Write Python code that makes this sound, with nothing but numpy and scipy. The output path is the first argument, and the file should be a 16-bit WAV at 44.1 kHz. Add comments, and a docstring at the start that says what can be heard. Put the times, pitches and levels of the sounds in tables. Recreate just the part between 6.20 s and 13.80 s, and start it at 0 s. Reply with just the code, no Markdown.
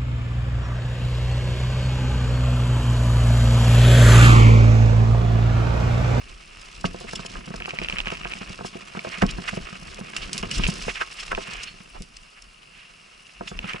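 """A mountain bike runs fast down a dry forest trail, heard from a camera on the rider's helmet.
From the start, tyres crunch and hiss on gravel and turbulent air rumbles. Soon bumps ring the helmet,
the chain slaps and the tyres scuff. Near 1.5 s a cloud of grit patters on the camera housing. A hard
knock comes at 3 s; after 4 s stones strike the frame and the strongest gust hits. From 5.5 s the bike
coasts more quietly with a thin whish, until rough ground returns just after 7 s."""
import sys
import numpy as np
from scipy import signal
from scipy.fft import rfft, irfft, next_fast_len
from scipy.io import wavfile
from scipy.ndimage import map_coordinates

SR = 44100
rng = np.random.default_rng(int(sys.argv[2]) if len(sys.argv) > 2 else 0)


def generate_wav(sig):
    """Save sig (samples, or channels by samples) to the path in sys.argv[1] as 16-bit PCM at SR."""
    pcm = np.round(np.clip(np.atleast_2d(sig).T, -1, 1) * 32767).astype(np.int16)
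    wavfile.write(sys.argv[1], SR, pcm)


N = 335160


def amp(db):
    """Amplitude ratio of a level in decibels."""
    return 10 ** (np.asarray(db) / 20)


def unit_rms(x):
    """Normalisation to unit power."""
    return x / np.sqrt(np.mean(x ** 2) + 1e-20)


def along(points, hz):
    """Interpolation of (frequency_hz, value) points on a logarithmic axis."""
    f, values = np.transpose(points)
    return np.interp(np.log(hz + 1), np.log(f + 1), values)


def curves(rows):
    """Linear interpolation in time: one curve for each column after time_s."""
    s, *columns = np.transpose(rows)
    return [np.interp(np.arange(N) / SR, s, column) for column in columns]


def wobble(rate_hz):
    """Slow random modulation: a spline through Gaussian knots."""
    knots = rng.standard_normal(N // 20)
    return map_coordinates(knots, [np.arange(N) * rate_hz / SR + 2], mode="mirror")


def swells(rows, rise_s, fall_s):
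    """Power sum of (start_s, length_s, level_db) envelopes that rise, hold and decay."""
    t = np.arange(N) / SR
    power = 0
    for s, length, db in rows:
        envelope = np.exp(np.minimum(t - s, 0) / rise_s - np.maximum(t - s - length, 0) / fall_s)
        power += (amp(db) * envelope) ** 2
    return np.sqrt(power)


def scattered(level_db, spread_db, count):
    """Stratified sampling: (start_s, level_db) events, one per time slot, near a level curve."""
    when, size = rng.random((count, 2)).T
    at = ((np.arange(count) + when) / count * (N - 1)).astype(int)
    return list(zip(at / SR, level_db[at] + spread_db * (2 * size - 1)))


def grains(rate_hz, spread_db):
    """Shot noise: two channels of impulses at shared random times, many weak and few strong."""
    size = amp(spread_db * np.minimum(rng.exponential(size=N), 3))
    return unit_rms((rng.random(N) < rate_hz / SR) * size * rng.choice([-1, 1], (2, N)))


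def filtered(x, response):
    """Linear filtering: the spectrum times a complex frequency response."""
    n = x.shape[-1]
    padded = next_fast_len(n + 4096)
    return irfft(rfft(x, padded) * response(np.fft.rfftfreq(padded, 1 / SR)), padded)[..., :n]


def resonate(x, spectrum, size=2048):
    """Convolution with a body's minimum-phase impulse response, scaled to unit energy."""
    cepstrum = irfft(np.log(amp(along(spectrum, np.fft.rfftfreq(size, 1 / SR)))))
    causal_fold = 1 + np.sign(size // 2 - np.arange(size)) * (np.arange(size) > 0)
    ring = irfft(np.exp(rfft(cepstrum * causal_fold)))
    return signal.fftconvolve(x, ring[None] / np.linalg.norm(ring), axes=1)[:, :N]


def add(track, start_s, sound):
    """Superposition of a sound on the track."""
    part = track[..., max(round(start_s * SR), 0):][..., :sound.shape[-1]]
    part += sound[..., :part.shape[-1]]


# airborne sound at the two microphone ports: frequency_hz, side_over_mid_db
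STEREO_WIDTH = [(60, -16.5), (190, 0), (350, 1.5), (630, 5.5), (1130, 3.5), (2020, -6), (3640, -9.5),
                (6540, -10), (11800, -8)]

def ports(pair, right_db):
    """Mid-side stereo: two signals become left and right, most coherent in bass and treble."""
    side = filtered(pair[1], lambda hz: amp(along(STEREO_WIDTH, hz)))
    return np.array([pair[0] + side, pair[0] - side]) * amp([[-right_db / 2], [right_db / 2]])


# spectrum of the turbulence: frequency_hz, level_db
WIND_SPECTRUM = [(10, -39), (22, -2), (36, -0.5), (47, -3), (64, -14.5), (110, -23), (200, -30.5),
                 (400, -29.5), (1500, -84)]
# steady airflow round the helmet: time_s, level_db
AIRFLOW = [(0.0, -53), (1.88, -49), (2.77, -58), (3.11, -52), (3.72, -56), (4.36, -49), (4.51, -49),
           (4.85, -54), (6.99, -70), (7.6, -51)]
# gusts as the rider's head lurches: start_s, length_s, level_db
GUSTS = [(0.06, 0.063, -42), (0.652, 0.092, -34), (0.91, .034, -43), (1.15, 0.041, -30), (1.599, 0.16, -40),
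         (1.989, .048, -41), (2.27, .061, -35.5), (3.02, 0.17, -29.5), (3.41, .041, -35),
         (3.681, 0.037, -47), (3.982, .097, -35), (4.21, .07, -37), (4.375, 0.09, -22), (4.63, 0.062, -35),
         (5.103, 0.071, -33.5), (5.75, .07, -37.5), (7.34, 0.077, -36.5)]

def wind():
    """Turbulence round the helmet makes low, lumpy pressure fluctuations over a faint even hiss."""
    rumble = unit_rms(filtered(rng.standard_normal((2, N)), lambda hz: amp(along(WIND_SPECTRUM, hz))))
    flow = amp(curves(AIRFLOW)[0] + 3.5 + 4.9 * wobble(14))
    gusts = amp(-3) * swells(GUSTS, rise_s=0.0091, fall_s=0.01)
    hiss = amp(-61) * rng.standard_normal((2, N))
    return ports(rumble * np.hypot(flow, gusts) + hiss, right_db=-0.5)


# the thin whish of coasting: time_s, centre_hz, level_db
COASTING = [(5.4, 5480, -87), (5.75, 5340, -65), (6.4, 4610, -67.5), (7.1, 5480, -66), (7.4, 5300, -90)]

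def coasting_whish(width_hz):
    """Narrow-band noise on a gliding carrier: the whish sinks in pitch and rises again."""
    centre_hz, db = curves(COASTING)
    band = unit_rms(filtered(rng.standard_normal((2, N)), lambda f: 1 / (1 + (2 * f / width_hz) ** 4)))
    carrier = np.sqrt(2) * np.sin(2 * np.pi * np.cumsum(centre_hz) / SR)
    return ports(amp(db) * band * carrier, right_db=0)


def drivetrain(pitch_hz, width_hz, level_db):
    """Impulse excitation: light, uneven ticks drive one resonance of the drivetrain."""
    ticks = grains(rate_hz=110, spread_db=2) * amp(1.1 * wobble(4.6))
    resonance = lambda f: (1j * f * width_hz / (pitch_hz ** 2 - f ** 2 + 1j * f * width_hz)) ** 2
    return ports(amp(level_db) * unit_rms(filtered(ticks, resonance)), right_db=-13)


# small metal parts set ringing: start_s, pitch_hz, level_db, t60_s
METAL_PINGS = [(4.816, 1280, -24.5, 0.065), (5.473, 4310, -38, 0.15), (7.279, 3460, -41, 0.19)]

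def metal_pings():
    """Free vibration: a spoke or brake disc rings as one damped sinusoid."""
    out, t = np.zeros(N), np.arange(SR // 4) / SR
    for s, hz, db, t60 in METAL_PINGS:
        add(out, s, amp(db - 60 * t / t60) * np.sin(2 * np.pi * hz * t))
    return out


# clouds of airborne grit: start_s, length_s, level_db
GRIT_CLOUDS = [(1.42, .73, -46.5), (1.67, 0.2, -41.5), (7.44, 0.099, -47)]
# larger grains hitting the housing: start_s, level_db
GRIT_HITS = [(1.4023, -29), (1.4214, -27), (1.4575, -23), (1.507, -24), (1.5876, -18), (1.6462, -23.5),
             (1.6984, -21), (1.785, -20), (1.79, -21), (1.858, -26.5), (1.903, -24.5), (2.048, -24),
             (2.1362, -22.5), (2.7922, -25), (4.437, -16.5), (4.4418, -16.5), (4.4538, -28),
             (4.4668, -17.5), (5.1495, -20), (7.3906, -22), (7.4959, -28)]
# response of the camera housing: frequency_hz, gain_db
HOUSING_SPECTRUM = [(300, -44), (900, -6), (1800, 7), (2400, 6.5), (2950, 16), (3600, -13), (5500, -68),
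                    (11000, -47)]

def grit(ring_hz, scatter_hz):
    """Structure-borne sound: grit rings the housing, which shakes the ports largely out of phase."""
    t = np.arange(SR // 50) / SR
    cloud = swells(GRIT_CLOUDS, rise_s=0.011, fall_s=0.015) + 1e-5
    impacts = cloud * grains(rate_hz=260, spread_db=14.5)[0]
    patter = resonate(impacts[None], HOUSING_SPECTRUM)[0]
    small_hits = scattered(20 * np.log10(cloud) + 14.5, spread_db=7.5, count=190)
    for s, db in GRIT_HITS + small_hits:
        hz = ring_hz + scatter_hz * rng.standard_normal()
        modes = np.sin(2 * np.pi * hz * t) + 0.34 * np.sin(2 * np.pi * 2950 * t)
        tick = modes + 0.86 * rng.standard_normal(len(t))
        add(patter, s, amp(db + 6 - 60 * t / .01) * (1 - np.exp(-t / .0003)) * tick)
    opposed = lambda hz: np.exp(1j * np.array([[-1], [1]])) / (1 + (hz / 4500) ** 4)
    return filtered(patter, opposed) * amp([[2.5], [5]])


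# hard slaps of chain and cables: start_s, level_db, length_s
HARD_SLAPS = [(0.412, -32.5, 0.0056), (0.608, -30.5, 0.0049), (0.655, -28, 0.009), (0.891, -32, 0.0061),
              (0.9276, -27.5, 0.0063), (0.9537, -20.5, 0.0057), (1.06, -24, 0.0047),
              (1.3587, -28.5, 0.0045), (2.136, -33, 0.0079), (2.453, -29.5, 0.015), (3.064, -25, 0.0013),
              (3.108, -25, 0.0039), (3.2815, -31, 0.013), (3.3494, -31, 0.0089), (3.7435, -27, 0.0029),
              (4.352, -28, 0.0091), (4.3785, -21, 0.0055), (4.472, -21.5, 0.01), (4.498, -25, 0.0057),
              (4.538, -22, 0.0023), (4.6209, -23, 0.0037), (4.993, -27.5, 0.015), (5.064, -32, 0.0037),
              (5.334, -25.5, 0.0035), (5.431, -23, 0.0063), (5.967, -30, 0.0027), (6.22, -33, 0.0037),
              (7.278, -33, 0.015), (7.529, -34, 0.0056)]
# response of the struck chain and frame: frequency_hz, gain_db
FRAME_SPECTRUM = [(300, -50), (1500, -18), (2800, 1.5), (3700, -3), (4700, -1.5), (5350, 0), (6200, -3),
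                  (7300, -2.5), (9200, -13), (10200, -15.5), (11200, -19)]

def chain(light_slap_s):
    """Strike position sets timbre: each flurry of links hits the stay at a new spot."""
    out, t = np.zeros((2, N)), np.arange(-SR // 24, SR // 24) / SR
    knots_hz, tilt = np.linspace(500, 12000, 40), np.linspace(-1, 1, 40)
    _, sand_db = curves(ROLLING)
    jiggle = scattered(sand_db + 12.5, spread_db=2, count=40)  # louder where more dirt flies
    for s, db, length in HARD_SLAPS + [(s, db, light_slap_s) for s, db in jiggle]:
        spot_db = 3 * rng.standard_normal(len(knots_hz)) + 3 * rng.standard_normal() * tilt
        noise = rng.standard_normal((2, len(t)))
        links = unit_rms(filtered(noise, lambda hz: amp(np.interp(hz, knots_hz, spot_db))))
        swell = np.exp(1 - np.hypot(1, t / (length * np.where(t < 0, .4, .65))))
        add(out, s + .7 * length + t[0], amp(db - 8) * swell * links)
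    return ports(resonate(out, FRAME_SPECTRUM), right_db=-0.7)


# stones striking the frame: start_s, level_db, relative_clack_db
STONE_STRIKES = [(1.785, -37, -11), (3.0196, -30, -21), (3.9651, -22.5, 2), (4.131, -20, -33),
                 (4.1789, -20, -17), (4.2281, -35, 10.5), (4.313, -21, -5), (5.1173, -36, -9),
                 (5.8217, -33.5, -31)]

def stones():
    """Impact with a two-stage decay: a hard crack, then a brief shiver of the frame."""
    cracks, clacks, t = np.zeros((2, N)), np.zeros((2, N)), np.arange(SR // 8) / SR
    decay = amp(2.5 - 60 * t / 0.0052) + amp(-7.5 - 60 * t / 0.076)
    for s, db, clack_db in STONE_STRIKES:
        add(cracks, s, amp(db) * decay * rng.standard_normal((2, len(t))))
        add(clacks, s, amp(db + clack_db + 1.5) * decay * rng.standard_normal((2, len(t))))
    return ports(resonate(cracks, FRAME_SPECTRUM) + resonate(clacks, HOUSING_SPECTRUM), right_db=2)


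# modes of the helmet shell and camera mount: pitch_hz, level_db, base_t60_s
HELMET_MODES = [(148, -12, 0.066), (156, -7, 0.013), (182.5, -0.5, 0.059), (236.3, -14.5, 0.076),
                (324, -25.5, 0.12), (375.2, -9, 0.067), (491.4, -7, 0.043), (679, -9, 0.064),
                (922, -9.5, 0.036), (1075, -15, 0.13), (1285, -8.5, 0.049), (1590, 0, 0.016)]

def knock(db, boom_db, snap_db):
    """Modal response: one blow taps the mount, rings the shell's damped modes and rattles."""
    t = np.arange(SR // 6) / SR
    hz, mode_db, t60 = np.transpose(HELMET_MODES)[:, :, None]
    blow = lambda f: amp(db + along([(200, boom_db + 7.5), (380, 0), (750, 0), (1200, snap_db)], f))
    pitch_hz = hz * (1 + .025 * rng.standard_normal(hz.shape))
    # soft and hard knocks ring on for about the same time
    ring_t60 = t60 * np.clip(2.5 - 0.034 * (db + 49.5), .4, 1.3)
    decay = amp(mode_db + 0.53 * rng.standard_normal(hz.shape) - 60 * t / ring_t60)
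    polarity = (-1) ** np.arange(len(hz))[:, None]
    ring = (polarity * blow(hz) * decay * np.sin(2 * np.pi * pitch_hz * t)).sum(0)
    band = lambda f: blow(f) / (1 + (f / 1700) ** 6 + (170 / (f + 1)) ** 4)
    rattle = unit_rms(filtered(rng.standard_normal(len(t)), band)) * amp(db - 3 - 60 * t / .048)
    # the contact itself is one swing, briefer for a snappier blow
    contact_hz = np.clip(750 + 20 * snap_db, 400, 900)
    swing = (t - .0015) * 2 * np.pi * contact_hz / np.sqrt(2)
    tap = amp(db - 5) * (1 - swing ** 2) * np.exp(-swing ** 2 / 2)
    return (amp(3.5) * ring + rattle) * (1 - np.exp(-t / 0.00055)) + tap


# bumps that knock the helmet: start_s, level_db, relative_boom_db, relative_snap_db
BUMPS = [(0.642, -18, -20, -5), (0.647, -20.5, -4.5, -18), (0.744, -29, -15, -9), (0.808, -30.5, -21, -13),
         (0.842, -31, -24, -15), (0.932, -29, -13, -4), (0.993, -32.5, -6.5, -0.5), (1.048, -29.5, -23, -8),
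         (1.155, -37, -11, 7), (1.276, -35, -3, -8), (1.34, -29, -11.5, -5), (1.406, -32, -21, -2),
         (1.479, -26.5, -29, -6), (1.534, -31, -11, -14), (1.615, -26.5, -10.5, -12),
         (1.87, -32.5, -8.5, 6), (1.921, -26, -12, -4.5), (2.053, -28, -21, -1), (2.212, -33.5, -5, -8),
         (2.301, -39.5, 2.5, -6), (2.389, -33.5, -12, -3), (2.408, -30.5, -8.5, -5), (2.446, -28, -9.5, -4),
         (2.554, -28.5, -13, -35), (2.749, -32.5, -11, -1), (2.771, -28.5, -9.5, -1), (2.847, -24, -35, -8),
         (2.87, -26.5, -9, -23), (3.024, -13.5, -7, -14), (3.034, -17, -2.5, -7), (3.184, -30, 0, -6),
         (3.331, -29.5, -5.5, -13), (3.372, -26.5, -6, -35), (3.527, -43.5, 0, 7), (3.788, -33, -18.5, -14),
         (4.231, -23, -11.5, -6), (4.395, -27, -3.5, 1.5), (4.485, -27, 1, -3.5),
         (4.681, -21.5, -19.5, -10), (4.812, -29.5, -26, 10), (5.116, -27, -40, -19), (5.128, -27, -16, 6),
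         (5.177, -20, -19.5, -6.5), (5.604, -52, 4, 2), (5.805, -52.5, 14, -12), (7.209, -24, -15.5, -11),
         (7.315, -33.5, -6, -3), (7.442, -41.5, 6, -1), (7.543, -30.5, -9, -1)]
# how hard the trail shakes the helmet: time_s, level_db
TRAIL_SHAKE = [(0.0, -60), (0.55, -58.5), (0.78, -47.5), (2.07, -50), (2.67, -54), (3.02, -50),
               (3.72, -50.5), (4.49, -36.5), (4.87, -62), (5.21, -51), (6.12, -64), (7.22, -61.5),
               (7.41, -44), (7.6, -61)]
# phase of the mount's vibration between the ports: frequency_hz, left_lead_rad
MOUNT_PHASE = [(30, 1), (180, -0.74), (350, -1.5), (800, -2), (1200, -1.5), (1900, -1.5), (3000, 18),
               (8000, -1)]

def helmet(aftershake_t60_s):
    """Forced vibration: bumps knock the shell, and the trail's shaking keeps its modes droning."""
    knocks = np.zeros(N)
    shake_db, = curves(TRAIL_SHAKE)
    # small dull bumps fade where the trail is smooth
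    ripple_db = -43.5 + 1.9 * np.minimum(shake_db - np.median(shake_db), 2)
    ripples = [(s, db, -0.5, -5) for s, db in scattered(ripple_db, spread_db=5.5, count=36)]
    for s, db, boom_db, snap_db in BUMPS + ripples:
        add(knocks, s, knock(db, boom_db, snap_db))
    shell = lambda f: sum(amp(db) / (1 + 1j * (f - hz) * t60 / 2.2) for hz, db, t60 in HELMET_MODES)
    low_modes = lambda f: shell(f) / (1 + (f / 480) ** 2) * f ** 2 / (f ** 2 + 100 ** 2)
    drone = unit_rms(filtered(grains(rate_hz=500, spread_db=2)[0], low_modes))
    booms = [(s, 0, db + boom_db - 3.5) for s, db, boom_db, _ in BUMPS]
    aftershake = swells(booms, rise_s=0.0034, fall_s=aftershake_t60_s / np.log(1000))
    vibration = knocks + np.hypot(amp(shake_db - 0.5), aftershake) * drone
    phase_shift = lambda hz: np.exp(.5j * along(MOUNT_PHASE, hz) * np.array([[1], [-1]]))
    return filtered(vibration, phase_shift) * amp([[-0.75], [0.75]])


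def pebbles(count):
    """Damped resonance: each pebble flicked by the tread clicks at its own pitch."""
    out, t = np.zeros((2, N)), np.arange(SR // 80) / SR
    _, sand_db = curves(ROLLING)
    envelope = amp(-60 * t / .012) * (1 - np.exp(-t / .0005))
    for when, (size, tone) in zip(rng.random(count), rng.standard_normal((count, 2))):
        pitch_hz = np.clip(4600 * np.exp(0.33 * tone), 1500, 8000)
        burst = rng.standard_normal((2, len(t))) * envelope
        click = filtered(burst, lambda hz: 1 / (1 + 2.5j * (hz / pitch_hz - pitch_hz / (hz + 1))))
        dirt_db = sand_db[int(when * N)]  # louder where more dirt flies
        click_db = dirt_db + 15.5 + .3 * min(dirt_db + 56, 0) + 2.1 * min(size, 1.5)
        add(out, when * N / SR, amp(click_db) * click)
    return ports(out, right_db=-7)


# tyre scuffs and sprays of sand: peak_s, level_db, half_length_s, pitch_hz
SCUFFS = [(0.656, -27.5, 0.0034, 2940), (0.89, -36, 0.0062, 2030), (2.941, -34, 0.019, 1930),
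          (3.0242, -20, 0.0038, 1570), (3.096, -31.5, 0.0059, 2840), (3.281, -30.5, 0.0018, 2300),
          (3.288, -23, 0.0056, 2020), (4.031, -32, 0.0087, 3200), (4.235, -34, 0.0016, 2620),
          (4.352, -31, 0.011, 5540), (4.41, -35, 0.054, 3370), (4.452, -27.5, 0.0047, 2520),
          (4.693, -42, 0.037, 6000), (4.698, -27.5, 0.0087, 2400), (4.757, -29.5, 0.0026, 2400),
          (4.773, -32, 0.0085, 2000), (4.818, -24, 0.0075, 1640), (4.997, -35.5, 0.011, 2520),
          (5.12, -24.5, 0.0034, 1310), (5.359, -38.5, 0.08, 2350), (5.482, -39.5, 0.013, 2930),
          (5.763, -44.5, 0.01, 760), (6.179, -48, 0.0093, 1760), (6.6, -48, 0.048, 2520),
          (7.279, -30.5, 0.0032, 3000), (7.501, -32, 0.018, 2080)]

def scuffs():
    """Sliding friction: a tyre slips sideways for an instant, and a rasp swells and dies."""
    out, t = np.zeros((2, N)), np.arange(-SR // 8, SR // 8) / SR
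    for s, db, half_length, pitch_hz in SCUFFS:
        noise = rng.standard_normal((2, len(t)))
        roughness = 1 + .5 * np.sin(2 * np.pi * rng.uniform(291, 559) * t)
        detuning = lambda hz: 1.8 * (hz / pitch_hz - pitch_hz / (hz + 1))
        band = lambda hz: amp(0.54 * along(DIRT_SPECTRUM, hz)) / np.hypot(1, detuning(hz))
        rasp = unit_rms(filtered(noise * roughness, band))
        add(out, s + t[0], amp(db) * rasp * np.exp(1 - np.hypot(1, t / half_length)))
    return ports(out, right_db=3.5)


# tyres rolling on the ground: time_s, crunch_db, sand_db
ROLLING = [(0.0, -50.5, -53.5), (0.4, -48.5, -53), (0.82, -48, -49), (1.29, -47, -53.5), (1.71, -41, -50),
           (2.26, -44, -50), (2.73, -46, -52), (2.96, -42, -46.5), (3.66, -46.5, -51), (3.94, -42.5, -48.5),
           (4.36, -44, -48), (4.55, -40.5, -42.5), (4.74, -46, -48.5), (5.35, -42, -47.5),
           (5.52, -52, -54.5), (6.35, -56, -61.5), (7.2, -52.5, -57), (7.6, -40, -55)]
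# spectrum of dry dirt under the tread: frequency_hz, level_db
DIRT_SPECTRUM = [(180, -25), (300, -13), (376, -3.5), (451, -7.5), (609, -7), (687, -3), (836, -10),
                 (1050, -3.5), (2030, -2), (2630, 4), (3720, -11), (5340, -14.5), (8020, -22),
                 (9320, -29.5), (11000, -37.5), (14300, -67), (22000, -120)]

def tyres(crossover_hz):
    """Granular noise: gravel cracks and sand hisses, both grainier the harder the tyres bite."""
    crunch_db, sand_db = curves(ROLLING)
    bite = np.clip((crunch_db + 61.5) / 16, .25, 1)
    grain_share = 0.41 * bite
    jolts = 2.5 * wobble(40)

    def ground(rate_hz, band):
        """Amplitude modulation: clumps of cracking stand out of an unbroken rolling bed."""
        clumps = np.hypot(1, amp(bite * (jolts + 1.75 * wobble(80) + 3.2 * wobble(240)) + 10))
        cracks = np.sqrt(grain_share) * grains(rate_hz, spread_db=5.5)
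        bed = np.sqrt(1 - grain_share) * rng.standard_normal((2, N))
        return unit_rms(filtered(resonate(clumps * (cracks + bed), DIRT_SPECTRUM), band))

    gravel = ground(rate_hz=1200, band=lambda hz: 1 / np.sqrt(1 + (hz / crossover_hz) ** 12))
    sand = ground(rate_hz=2900, band=lambda hz: 1 / np.sqrt(1 + (crossover_hz / (hz + 1)) ** 12))
    return ports(amp(crunch_db + 0.9) * gravel + amp(sand_db + 1.5) * sand, right_db=2.2)


# narrow resonances of the bike and camera housing: centre_hz, width_hz, lift_db
RESONANCES = [(1267, 120, 4.5), (1720, 30, 0.5), (2190, 26, 4), (2660, 21, -4.5), (2820, 224, 3),
              (4330, 16, 4.5), (4650, 100, 1), (4950, 99, 1), (5280, 260, 5.5), (6010, 68, 2.5),
              (6750, 110, -1.5), (7740, 190, 3), (8260, 190, 3), (10530, 570, 8)]

def scene():
    """Superposition: ground and bike noise pass through narrow resonances; the rest adds directly."""
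    peaks = lambda f: sum((amp(db) - 1) / (1 + 2j * (f - hz) / width) for hz, width, db in RESONANCES)
    bike = tyres(crossover_hz=3700) + pebbles(count=320)
    bike += drivetrain(pitch_hz=2770, width_hz=420, level_db=-63.5)
    bike += scuffs() + chain(light_slap_s=.006) + stones()
    airborne = amp(-2) * filtered(bike, lambda f: 1 + peaks(f))
    airborne += coasting_whish(width_hz=1200) + metal_pings()
    return airborne + helmet(aftershake_t60_s=0.19) + grit(ring_hz=2586, scatter_hz=170) + wind()


def record(dry):
    """Band limiting: the camera's steep low-pass filter removes the highest treble."""
    cutoff_hz = 11040
    return filtered(dry, lambda hz: 1 / np.sqrt(1 + (hz / cutoff_hz) ** 200))


dry = scene()
out = record(dry)
generate_wav(out)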